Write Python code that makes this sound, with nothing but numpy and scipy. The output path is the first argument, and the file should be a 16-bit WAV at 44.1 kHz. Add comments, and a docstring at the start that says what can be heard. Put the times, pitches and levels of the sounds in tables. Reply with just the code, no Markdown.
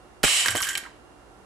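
"""A spring mousetrap fires on a countertop, close to a stereo microphone in a small quiet room.
The bar cracks onto the wooden base, shoving air at the microphone. A metallic ring and the room's echo
hang at a steady level after the snap, then fade. The trap lands with a thud and clatters against a jar
and the counter, each contact rattling the loose wire. Short reflections follow the hits; room tone
and a low hum lie behind."""
import sys
import numpy as np
from scipy import signal
from scipy.fft import rfft, irfft
from scipy.io import wavfile

SR = 44100
rng = np.random.default_rng(int(sys.argv[2]) if len(sys.argv) > 2 else 0)


def transcribe(u):
    """Save the signal u as a 16-bit wav file named by the first command-line argument.

    u: samples, shape (n,) or (channels, n), limited to [-1, 1]; the rate is SR.
    q: integer samples, one column per channel.
    """
    v = np.clip(np.atleast_2d(u).T, -1, 1)
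    q = np.round(v * 32767).astype(np.int16)
    wavfile.write(sys.argv[1], SR, q)


N = 63945
T, HZ = np.arange(N) / SR, np.fft.rfftfreq(N, 1 / SR)

# the bar sweeps over and strikes: t/s, level/dB, decay/s
BAR_STRIKES = [(0.2319, -19, 0.012), (0.2355, -19, 0.0048), (0.2382, -14.5, 0.0021), (0.2439, -24, 0.0033),
               (0.2457, -14, 0.0045), (0.2513, -31, 0.0026), (0.273, -28, 0.0086), (0.2794, -25.5, 0.0028)]
# spectrum of a strike: f/Hz, level/dB per Hz
BAR_SPECTRUM = [(40, 1.5), (200, -7), (700, -1), (1400, 3.5), (3000, 1.5), (4500, -4.5), (7500, -3.5),
                (10000, -7.5), (14000, -11.5)]
# ring of the released spring: f/Hz, level/dB
SPRING_MODES = [(1597, -15.5), (1960, -10.5), (2131, -9.5), (2310, -5), (2694, -29), (2870, -7.5),
                (2936, -2), (2996, -1), (3064, -8), (3117, -2), (3790, -10.5), (6168, -19.5), (7207, -8.5),
                (7433, -9), (7741, -6)]
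# its dense upper modes and their echo: f/Hz, level/dB per Hz
SHIMMER_SPECTRUM = [(70, -70), (110, -24), (200, -65), (430, -24), (1000, -17.5), (1500, -18.5), (2200, -5),
                    (2550, -6.5), (2850, -0.5), (3120, 0), (3450, -10.5), (3850, -6.5), (4500, -14.5),
                    (5200, -10.5), (6400, -12), (7700, -6), (9000, -11), (12000, -22), (14500, -55)]
# how fast ring and echo fade after the hold: f/Hz, fall/dB per s
RING_FADE = [(200, 48), (1600, 81), (3000, 125), (7500, 112), (14000, 168)]
# air shoved by the base as it kicks off and lands: t/s, peak/dB, half width/s
AIR_PUSHES = [(0.2402, -11.5, 0.0004), (0.2451, -25, 0.00062), (0.2470, -28, 0.0035),
              (0.5519, -17.5, 0.00027)]
# dull blows on the counter: t/s, level/dB, decay/s, low edge/Hz, high edge/Hz, left-right correlation
COUNTER_THUDS = [(0.2389, -15.5, 0.0054, 101, 1150, -0.28), (0.2453, -23, 0.0072, 30, 357, -0.085),
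                 (0.460, -42, 0.06, 117, 710, 0.4), (0.484, -43, 0.022, 89.5, 397, 0.52),
                 (0.5533, -27, 0.014, 200, 910, 0.67), (0.617, -38.5, 0.0076, 30, 110, .6),
                 (0.765, -42, 0.0083, 250, 1000, .6), (0.828, -40.5, 0.0039, 201, 710, 1)]
# the counter booms: t/s, level/dB, length/s
COUNTER_BOOMS = [(0.476, -38, 0.043), (0.522, -34.5, 0.049)]
# the trap tumbles: t/s, click/dB, spot ring/dB, spot ring f/Hz, decay/s, wire ring/dB
CONTACTS = [(0.28, -34, -22, 1330, 0.0037, -47), (0.449, -46, -29, 1320, 0.0065, -48),
            (0.4596, -19.5, -12.5, 1690, .0018, -29), (0.4614, -29, -58, 10900, 0.016, -44),
            (0.4746, -19, -25, 7700, 0.0016, -50), (0.4830, -22.5, -15.5, 1570, 0.0023, -42),
            (0.4832, -46, -15, 4700, 0.0017, -38), (0.4865, -25, -23.5, 1570, 0.0048, -32.5),
            (0.5058, -39, -21, 7800, 0.0023, -32), (0.5118, -28.5, -40, 9400, 0.012, -44),
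            (0.5537, -22, -25, 1760, 0.0029, -51), (0.5598, -24, -31, 6650, 0.0056, -32),
            (0.5690, -30, -22, 7900, 0.0045, -39), (0.5771, -28, -39, 2920, 0.012, -27.5),
            (0.604, -24.5, -55, 11400, 0.0047, -60), (0.6094, -59, -28, 1163, 0.0062, -36.5),
            (0.619, -36, -20, 10600, 0.0028, -40), (0.6250, -34, -20, 5470, 0.0042, -49),
            (0.6290, -23.5, -23.5, 3060, 0.0043, -43), (0.6342, -30, -34, 7900, 0.0099, -29.5),
            (0.6430, -29.5, -35.5, 2920, 0.02, -36), (0.651, -40, -40, 3030, 0.0044, -40),
            (0.6686, -30.5, -29.5, 1690, 0.017, -40), (0.6880, -27.5, -28, 7000, 0.012, -29.5),
            (0.707, -34.5, -35.5, 1980, 0.02, -42), (0.73, -38, -36, 7600, 0.0074, -36),
            (0.7524, -27.5, -18, 2500, 0.0032, -35), (0.7744, -25.5, -25.5, 7600, .003, -37),
            (0.7779, -22.5, -45, 7900, 0.0033, -55), (0.785, -36, -40, 10400, 0.0041, -68),
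            (0.837, -59, -37.5, 1630, .005, -56), (0.852, -70, -40.5, 1270, 0.0087, -69),
            (0.86, -62, -40, 1800, 0.0076, -61), (0.865, -60, -40.5, 980, 0.0089, -60)]
# spectrum of a contact's click: f/Hz, level/dB per Hz
CLICK_SPECTRUM = [(60, -11), (400, -12.5), (900, -6.5), (1600, 6), (3000, 1), (4500, -0.5), (8000, -6),
                  (11000, 2), (14000, -11.5)]
# ring of the loose wire parts: f/Hz, level/dB, t60/s
WIRE_MODES = [(1141, -14.5, 0.21), (1588, -7.5, 0.3), (1563, -3.5, 0.34), (1620, -7.5, .25),
              (1840, -12, 0.39), (3026, 0.5, 0.081), (3140, -5.5, 0.18), (3340, -9, 0.096),
              (5570, -10, 0.22), (6870, -10, 0.26), (7770, -1, 0.13), (8480, -7, 0.2)]
# reverberation of the small room: f/Hz, t60/s
ROOM_T60 = [(60, .1), (200, 0.6), (1000, 0.41), (4000, 0.45), (8000, 0.31), (14000, 0.17)]
# room tone: f/Hz, level/dB per Hz
AIR_SPECTRUM = [(15, -43), (28, -33), (58, -14), (85, -6), (129, -31), (168, -10), (293, -10), (403, -8),
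                (539, -10.5), (761, -11), (1400, -15), (2500, -25.5), (5000, -30), (10500, -33),
                (13000, -48)]
# appliance hum in the background: f/Hz, level/dB
HUM_PARTIALS = [(48, -62.5), (60, -63), (120, -66), (299, -64), (360, -63.5), (754, -67), (1367, -68.5),
                (2789, -71.5)]
# stereo image of each source at the microphone: f/Hz, left-right correlation
BAR_IMAGE = [(40, .5), (110, -0.56), (300, 0), (900, 0.3), (1800, 0.83), (8000, 0.92)]
RING_IMAGE = [(100, 0), (600, 0.83), (3000, 0.4), (8000, .62), (14000, 0.8)]
CONTACT_IMAGE = [(200, 0.48), (1600, 0.85), (3500, 0.61), (8000, .78), (14000, 0.7)]
AIR_IMAGE = [(40, 0.46), (400, .55), (900, 0.44), (1800, 0.088), (3500, -0.2), (8000, 0.34)]
# channel balance of the microphone: f/Hz, left minus right/dB
MIC_BALANCE = [(30, -5), (120, 2.5), (250, -3), (1000, -5), (2500, -3.5), (5000, -2.5), (12000, -0.5)]


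def bar_snap():
    """The catch lets go and the bar hits the base in a tight cluster of cracks, close up."""
    out = np.zeros((2, N))
    for s, db, decay in BAR_STRIKES:
        add(out, s, amp(db) * burst(lambda f: amp(read(BAR_SPECTRUM, f)), decay, BAR_IMAGE))
    return out


def ring_envelope(t, hz, fire_s=0.2338, rise_s=0.0043, hold_s=0.17):
    """The snap's metallic ring and room tail rise, stay level as if held by a limiter, then die away."""
    age = np.maximum(t - fire_s, 0)
    fall_db = read(RING_FADE, hz) * np.maximum(age - hold_s, 0)
    return np.minimum(age / rise_s, 1) * amp(-fall_db)


def metallic_ring(modes_db=-26.5, shimmer_db=-21.5):
    """Beating steel modes ring after the snap, in a dense shimmer of upper modes and room echo."""
    modes = sum(amp(db) * beating_tone(hz, RING_IMAGE, waver=1, spread_hz=0.011 * hz)
                * ring_envelope(T, hz) for hz, db in SPRING_MODES)
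    modes /= np.linalg.norm([amp(db) for _, db in SPRING_MODES])
    kick_db = 6 * np.exp(-((T - 0.253) / 0.0074) ** 2)  # loudest just after the bar has landed
    dense_modes = noise(lambda f: amp(read(SHIMMER_SPECTRUM, f) + ripple(f)), N, RING_IMAGE)
    hz, t, bands = signal.stft(dense_modes, SR, nperseg=256)
    shimmer = signal.istft(bands * ring_envelope(t, hz[:, None]), SR, nperseg=256)[1][:, :N]
    return amp(modes_db + kick_db) * modes + amp(shimmer_db) * shimmer


def air_pushes():
    """The base shoves air at the microphone: single swings of pressure, up then down."""
    return sum(amp(db) * (s - T) / width * np.exp(.5 - .5 * ((T - s) / width) ** 2)
               for s, db, width in AIR_PUSHES)


def counter_thuds(boom_hz=101):
    """The trap's body thuds on the countertop, which booms in its lowest mode."""
    out = np.zeros((2, N))
    for s, db, decay, low_hz, high_hz, correlation in COUNTER_THUDS:
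        def band(f):
            return f ** 2 / (f ** 2 + low_hz ** 2) / (1 + (f / high_hz) ** 4)
        add(out, s, amp(db) * burst(band, decay, [(high_hz, correlation)]))
    for s, db, length in COUNTER_BOOMS:
        t = T[:round(length * SR)]
        swell = np.sin(np.pi * t / length)[None]
        add(out, s, amp(db) * swell * np.sin(2 * np.pi * boom_hz * t))
    return out


def clatter():
    """Each contact with the jar or the counter clicks and rings the spot that was hit."""
    out = np.zeros((2, N))
    for s, click_db, spot_db, spot_hz, decay, _ in CONTACTS:
        width = .2 * (.004 / decay) ** 0.67  # share of the pitch: longer rings are purer
        click = burst(lambda f: amp(read(CLICK_SPECTRUM, f)), decay, CONTACT_IMAGE)
        ring = burst(lambda f: 1 / (1 + (np.log((f + 1) / spot_hz) / width) ** 2), decay, CONTACT_IMAGE)
        add(out, s, amp(click_db) * click + amp(spot_db) * ring)
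    return out


def wire_rattle():
    """Every contact feeds energy into the loose wire, whose modes rattle and die away."""
    feed = np.zeros(N)
    for s, *_, wire_db in CONTACTS:
        feed[round(s * SR)] += amp(wire_db) ** 2 / 2
    out = np.zeros((2, N))
    for hz, db, t60 in WIRE_MODES:
        kept_per_sample = amp(-60 / (t60 * SR)) ** 2
        energy = signal.lfilter([1], [1, -kept_per_sample], feed)
        out += amp(db) * np.sqrt(energy) * beating_tone(hz, CONTACT_IMAGE, waver=2.4, spread_hz=.036 * hz)
    return out


def room_reflections(hits, level_db=-9.5):
    """The small room returns sparse reflections, each band dying at its own speed."""
    taps = rng.standard_normal((3, SR // 2)) * (rng.random((3, SR // 2)) < .1)
    stereo_taps = taps[:2] + 0.92 * taps[2]  # the third row reaches both channels alike
    hz, t, bands = signal.stft(stereo_taps, SR, nperseg=256)
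    tail = signal.istft(bands * amp(-60 * t / read(ROOM_T60, hz)[:, None]), SR, nperseg=256)[1]
    tail /= np.linalg.norm(tail, axis=1, keepdims=True)
    return amp(level_db) * signal.fftconvolve(hits, tail, axes=1)[:, :N]


def room_tone(air_db=-53):
    """A wavering appliance hum and soft air noise, well behind the trap."""
    hum = sum(amp(db) * beating_tone(hz, AIR_IMAGE, waver=0.44, spread_hz=11) for hz, db in HUM_PARTIALS)
    return hum + amp(air_db) * noise(lambda f: amp(read(AIR_SPECTRUM, f)), N, AIR_IMAGE)


def burst(colour, decay, image, attack_s=0.00013, size=4096):
    """A contact: many modes start at once and die quickly."""
    t = T[:size]
    envelope = (1 - np.exp(-t / attack_s)) * np.exp(-t / decay)
    modes = noise(lambda f: colour(f) * amp(ripple(f)), size, image)
    return unit(modes * envelope) * np.sqrt(decay * SR / (2 * size))  # energy grows with the decay


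def ripple(hz, depth_db=3, spacing_hz=60.2):
    """Modes bunch unevenly: random peaks and gaps along the spectrum, in dB."""
    knots = np.arange(0, SR, spacing_hz)
    return depth_db * np.interp(hz, knots, unit(rng.random(4096) - .5)[:len(knots)])


def beating_tone(hz, image, waver, spread_hz):
    """A tone beats against close partials of relative strength waver; rms 1."""
    partials = noise(lambda f: np.exp(-((f - hz) / spread_hz) ** 2), 65536, image)[:, :N]
    phase_gap = np.arccos(np.clip(read(image, hz), -1, 1))  # between left and right
    phase = 2 * np.pi * rng.random() + phase_gap * rng.choice([-.5, .5]) * np.array([[1], [-1]])
    return unit(np.sqrt(2) * np.cos(2 * np.pi * hz * T + phase) + waver * partials)


def noise(colour, size, image):
    """Mid-side noise of rms 1, shaped by the gain colour(f)."""
    hz = np.fft.rfftfreq(size, 1 / SR)
    mid, side = np.exp(2j * np.pi * rng.random((2, len(hz))))
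    correlation = np.clip(read(image, hz), -1, 1)
    mid, side = mid * np.sqrt(1 + correlation), side * np.sqrt(1 - correlation)
    return unit(irfft(np.array([mid + side, mid - side]) * colour(hz), size))


def amp(db):
    """Decibels to gain."""
    return 10 ** (np.asarray(db) / 20)


def unit(x):
    """Scales to rms 1."""
    return x / np.sqrt(np.mean(abs(x) ** 2) + 1e-20)


def read(points, hz):
    """Reads a table on a log-frequency axis."""
    f, value = np.transpose(points)
    return np.interp(np.log(hz + 1), np.log(f + 1), value)


def add(mix, s, sound):
    """Mixes a stereo sound in at s seconds."""
    part = mix[:, round(s * SR):][:, :sound.shape[1]]
    part += sound[:, :part.shape[1]]


def scene():
    """The trap up close, the room's answer to its sharp hits, and the room tone behind."""
    hits = bar_snap() + clatter()
    return (hits + room_reflections(hits) + counter_thuds() + air_pushes()
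            + metallic_ring() + wire_rattle() + room_tone())


def record(dry, overload=0.6, low_hz=20, high_hz=14600):
    """The stereo microphone leans a little to the right, overloads softly and limits the band."""
    balance_db = np.outer([.5, -.5], read(MIC_BALANCE, HZ))
    heard = irfft(rfft(dry) * amp(balance_db), N)
    heard = heard / (1 + (heard / overload) ** 4) ** .25
    heard = signal.sosfilt(signal.butter(1, low_hz, "high", fs=SR, output="sos"), heard)
    lowpass = signal.firwin(255, high_hz, window=("kaiser", 9), fs=SR)
    return signal.oaconvolve(heard, lowpass[None], "same")


dry = scene()
out = record(dry)
transcribe(out)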